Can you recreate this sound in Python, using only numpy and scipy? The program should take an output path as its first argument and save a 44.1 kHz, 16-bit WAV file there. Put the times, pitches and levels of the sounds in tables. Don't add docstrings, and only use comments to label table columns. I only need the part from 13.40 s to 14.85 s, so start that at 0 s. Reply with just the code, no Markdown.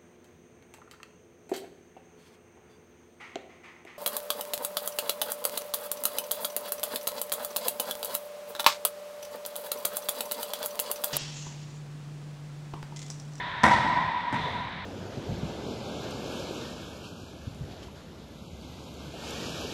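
import sys
import numpy as np
from scipy import signal
from scipy.fft import rfft, irfft
from scipy.io import wavfile

SR = 44100
rng = np.random.default_rng(int(sys.argv[2]) if len(sys.argv) > 2 else 0)


def master(y):
    cut = np.clip(np.atleast_2d(y).T, -1, 1)
    pcm = np.round(cut * 32767)
    wavfile.write(sys.argv[1], SR, pcm.astype(np.int16))


N = 63945
TIME = np.arange(N) / SR
FREQS = np.fft.rfftfreq(N, 1 / SR)


# frequency in Hz, relative level in dB.
RACKET_CRACK = [(30, -45), (70, -5), (160, 4), (320, 1.5), (420, -13), (620, -0.5), (900, -1), (1200, 0.5),
                (2150, -3.5), (2700, -17.5), (3700, -16), (4500, -26.5), (8200, -30), (11000, -36),
                (15000, -63.5)]
# delay in seconds, gain in dB over the direct sound.
STROKE_ECHOES = [(.0050, 10.5), (.0088, 5), (.0142, -30), (0.017, 2.5), (0.0197, -5), (0.0307, 7),
                 (0.0429, -5), (0.046, -3)]
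# frequency in Hz, relative level in dB, seconds to fall 60 dB.
STRING_MODES = [(5500, 9, 0.0033), (6500, -19, 0.001), (7850, -2.5, .03)]

def racket_stroke(start_s=0.2345):
    path = court(direct_db=-14.5, echoes=STROKE_ECHOES)
    hit = through(ball_impact(RACKET_CRACK, knock_db=-0.32, ring_db=-2.5), path)
    snap = undb(-25) * ring(STRING_MODES, rise_s=0.0001)
    snap_reverb = undb(1.5) * through(snap, reverb())
    return delayed(hit + snap + snap_reverb, start_s)


# frequency in Hz, relative level in dB, seconds to fall 60 dB.
BALL_MODES = [(618.5, -14.5, 0.23), (762, -13, 0.024), (915, -11, 0.2), (975.7, 6, 0.07), (1017.4, -3, 0.1),
              (1171, -15.5, .07), (1345, -12, 0.085), (1550, -8, 0.045), (1844, -10, 0.091),
              (1908, -1.5, 0.024), (2110, -22.5, 0.07), (3240, -25, 0.062), (3482, -14, .02),
              (3763, -18, 0.042)]
CONTACT_S = 0.00088

def ball_impact(colour, knock_db, ring_db):
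    return undb(knock_db) * click(colour) + undb(ring_db) * ring(BALL_MODES, CONTACT_S)


# start in seconds, relative crack and ring levels in dB.
WALL_HITS = [(0.309, -10.5, -4), (0.559, -32, -9.5)]
# frequency in Hz, relative level in dB.
WALL_CRACK = [(30, -14), (150, 1), (430, -5.5), (900, 2), (2100, 0), (2800, -5), (3700, -4.5),
              (5500, -14.5), (8200, -25.5), (14000, -48)]
# delay in seconds, gain in dB over the direct sound.
WALL_ECHOES = [(.0120, -1), (.0385, 5), (.0460, -2), (.0770, 0)]

def wall_hits():
    out = np.zeros(N)
    for start_s, knock_db, ring_db in WALL_HITS:
        path = court(direct_db=-17.5, echoes=WALL_ECHOES)
        hit = ball_impact(WALL_CRACK, knock_db, ring_db)
        out += delayed(through(hit, path), start_s)
    return out


# frequency in Hz, relative level in dB.
FLOOR_THUMP = [(30, -43.5), (90, -3.5), (230, 0.5), (400, -13.5), (900, -7.5), (2100, -10.5), (4000, -26.5),
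               (6000, -34), (8000, -40.5), (14000, -58)]
# delay in seconds, gain in dB over the direct sound.
BOUNCE_ECHOES = [(.0046, -5), (0.018, -5), (0.0393, -4)]
# frequency in Hz, relative level in dB, seconds to fall 60 dB.
BOARD_MODES = [(194, -6.5, 0.12), (276.8, 0, 0.19)]

def floor_bounce(start_s=0.9268):
    path = court(direct_db=-11, echoes=BOUNCE_ECHOES)
    hit = through(ball_impact(FLOOR_THUMP, knock_db=-13, ring_db=-19), path)
    boards = undb(-17.5) * ring(BOARD_MODES, CONTACT_S)
    return delayed(hit + boards, start_s)


# start in seconds, relative level in dB.
FOOTFALLS = [(0.448, -24), (0.568, -23), (1.001, -21), (1.149, -23), (1.354, -29)]
# frequency in Hz, relative level in dB.
STEP_COLOUR = [(30, -25), (80, -5.5), (170, -2), (350, -15), (1000, -30.5), (4000, -44), (14000, -84)]
SCUFF_COLOUR = [(100, -22), (700, 1), (1400, -17), (2000, 3.5), (2600, -15.5), (3800, 0), (4400, -17),
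                (7000, -28.5), (14000, -46)]

def shoes():
    steps = np.zeros(N)
    for start_s, db in FOOTFALLS:
        thud = undb(db) * click(STEP_COLOUR)
        steps += delayed(through(thud, court(direct_db=-2)), start_s)
    slide = unit(noise(click(SCUFF_COLOUR)) * swell(peak_s=1.0, width_s=0.064))
    return steps + undb(-16) * through(slide, reverb())


def whoop(start_s=1.043, length_s=0.06, start_hz=240, rise_hz_per_s=10000):
    t = np.clip(TIME - start_s, 0, length_s)
    tone = np.sin(2 * np.pi * (start_hz * t + rise_hz_per_s * t ** 2 / 2))
    arch = np.sqrt(np.abs(np.sin(np.pi * t / length_s)))
    return undb(-40) * through(tone * arch, court(direct_db=2.5))


# start in seconds, relative level in dB.
TICKS = [(.9268, -41.5), (.9314, -40), (.9447, -45), (.9478, -45), (1.293, -52)]
# frequency in Hz, relative level in dB.
TICK_COLOUR = [(100, -8), (3000, 13.5), (6000, -7), (8000, 7.5), (10000, -9), (14000, -19)]

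def ticks():
    return sum(delayed(undb(db) * click(TICK_COLOUR), start_s) for start_s, db in TICKS)


# frequency in Hz, relative level in dB.
RUSTLE_COLOUR = [(300, -23), (3000, 5), (7000, -3), (10000, -8.5), (14500, -16)]

def rustle():
    return undb(-64) * noise(click(RUSTLE_COLOUR)) * swell(peak_s=1.15, width_s=0.08)


def court(direct_db, echoes=(), dull_above_hz=6000):
    slaps = np.zeros(N)
    for delay_s, db in echoes:
        slaps[round(delay_s * SR)] += undb(direct_db + db)
    pole = np.exp(-2 * np.pi * dull_above_hz / SR)
    path = reverb() + signal.lfilter([1 - pole], [1, -pole], slaps)
    path[0] += undb(direct_db)
    return path


# frequency in Hz, seconds to fall 60 dB.
COURT_T60 = [(60, 2.7), (250, 1.85), (600, 1.56), (1000, 3.73), (1400, 1.15), (2000, 2.61), (3600, 2.97),
             (5500, 1.3), (8000, 1.08), (14000, 0.53)]

def reverb(bands=18, spread_db=5.5, build_s=0.002):
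    reflections_per_s = 5000 + 200000 * TIME ** 2
    chance = np.minimum(reflections_per_s / SR, 1)
    sizes = rng.choice([-1, 1], N) * undb(spread_db * np.clip(rng.standard_normal(N), -2, 2))
    arrives = rng.random(N) < chance
    spectrum = rfft(sizes * arrives / np.sqrt(chance))
    build = 1 - np.exp(-TIME / build_s)
    early = undb(1) * decay(t60_s=0.38)
    centres_hz = np.geomspace(50, 16000, bands)
    tail = np.zeros(N)
    for hz, weights in zip(centres_hz, np.eye(bands)):
        band = irfft(spectrum * on_log_axis(np.c_[centres_hz, weights], FREQS), N)
        tail += band * build * (1 + early) * decay(on_log_axis(COURT_T60, hz))
    return tail / np.sqrt(np.sum(tail ** 2))


# frequency in Hz, relative level in dB.
LINGERING_COLOUR = [(30, -9.5), (70, -8.5), (110, -6), (155, 2), (220, -12), (450, -13.5), (620, -9.5),
                    (900, -2.5), (1250, -14.5), (1800, 4.5), (2700, -14), (3700, -4), (4500, -22.5),
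                    (6500, -34), (9000, -42.5), (14000, -60.5)]

def previous_shot(fade_db_per_s=12.5):
    wash = noise(click(LINGERING_COLOUR)) + noise(ring(BALL_MODES, CONTACT_S))
    return wash * undb(-37.5 - fade_db_per_s * TIME)


# frequency in Hz, relative level in dB.
AIR_COLOUR = [(30, -12.5), (80, 5.5), (170, 2.5), (400, -6), (900, -4), (2000, 0.5), (2800, -10.5),
              (3800, -8.5), (4600, -20), (7000, -36), (10000, -42.5), (15000, -66)]

def room_air():
    return undb(-41) * noise(click(AIR_COLOUR))


def ring(modes, rise_s):
    tones = sum(undb(db) * unit(np.sin(2 * np.pi * hz * TIME) * decay(t60)) for hz, db, t60 in modes)
    onset = 1 - np.exp(-(TIME / rise_s) ** 2)
    return unit(tones * onset)


def click(colour, size=4096):
    gains = undb(on_log_axis(colour, np.fft.rfftfreq(size, 1 / SR)))
    cepstrum = irfft(np.log(gains))
    cepstrum[1:size // 2] *= 2
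    cepstrum[size // 2 + 1:] = 0
    pulse = irfft(np.exp(rfft(cepstrum)))
    return unit(np.pad(pulse, (0, N - size)))


def noise(response):
    coloured = irfft(rfft(rng.standard_normal(N)) * rfft(response, N), N)
    return coloured / np.std(coloured)


def swell(peak_s, width_s):
    return np.exp(-0.5 * ((TIME - peak_s) / width_s) ** 2)


def unit(x):
    return x * np.sqrt(0.01 * SR / np.sum(x ** 2))


def on_log_axis(points, hz):
    points_hz, values = np.array(points, float).T
    return np.interp(np.log(np.maximum(hz, 1)), np.log(points_hz), values)


def decay(t60_s):
    return np.exp(-np.log(1000) * TIME / t60_s)


def undb(db):
    return 10 ** (np.asarray(db) / 20)


def through(x, response):
    return signal.fftconvolve(x, response)[:N]


def delayed(x, delay_s):
    return np.pad(x, (round(delay_s * SR), 0))[:N]


def scene():
    rally = racket_stroke() + wall_hits() + floor_bounce() + shoes() + ticks()
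    return (undb(-11.5) * rally + whoop() + rustle() + previous_shot() + room_air())[None]


def record(dry, ceiling=0.48, top_hz=15200):
    rounded = dry / (1 + (dry / ceiling) ** 6) ** (1 / 6)
    lowpass = signal.ellip(8, 0.2, 80, top_hz, fs=SR, output="sos")
    return signal.sosfilt(lowpass, rounded)


dry = scene()
out = record(dry)
master(out)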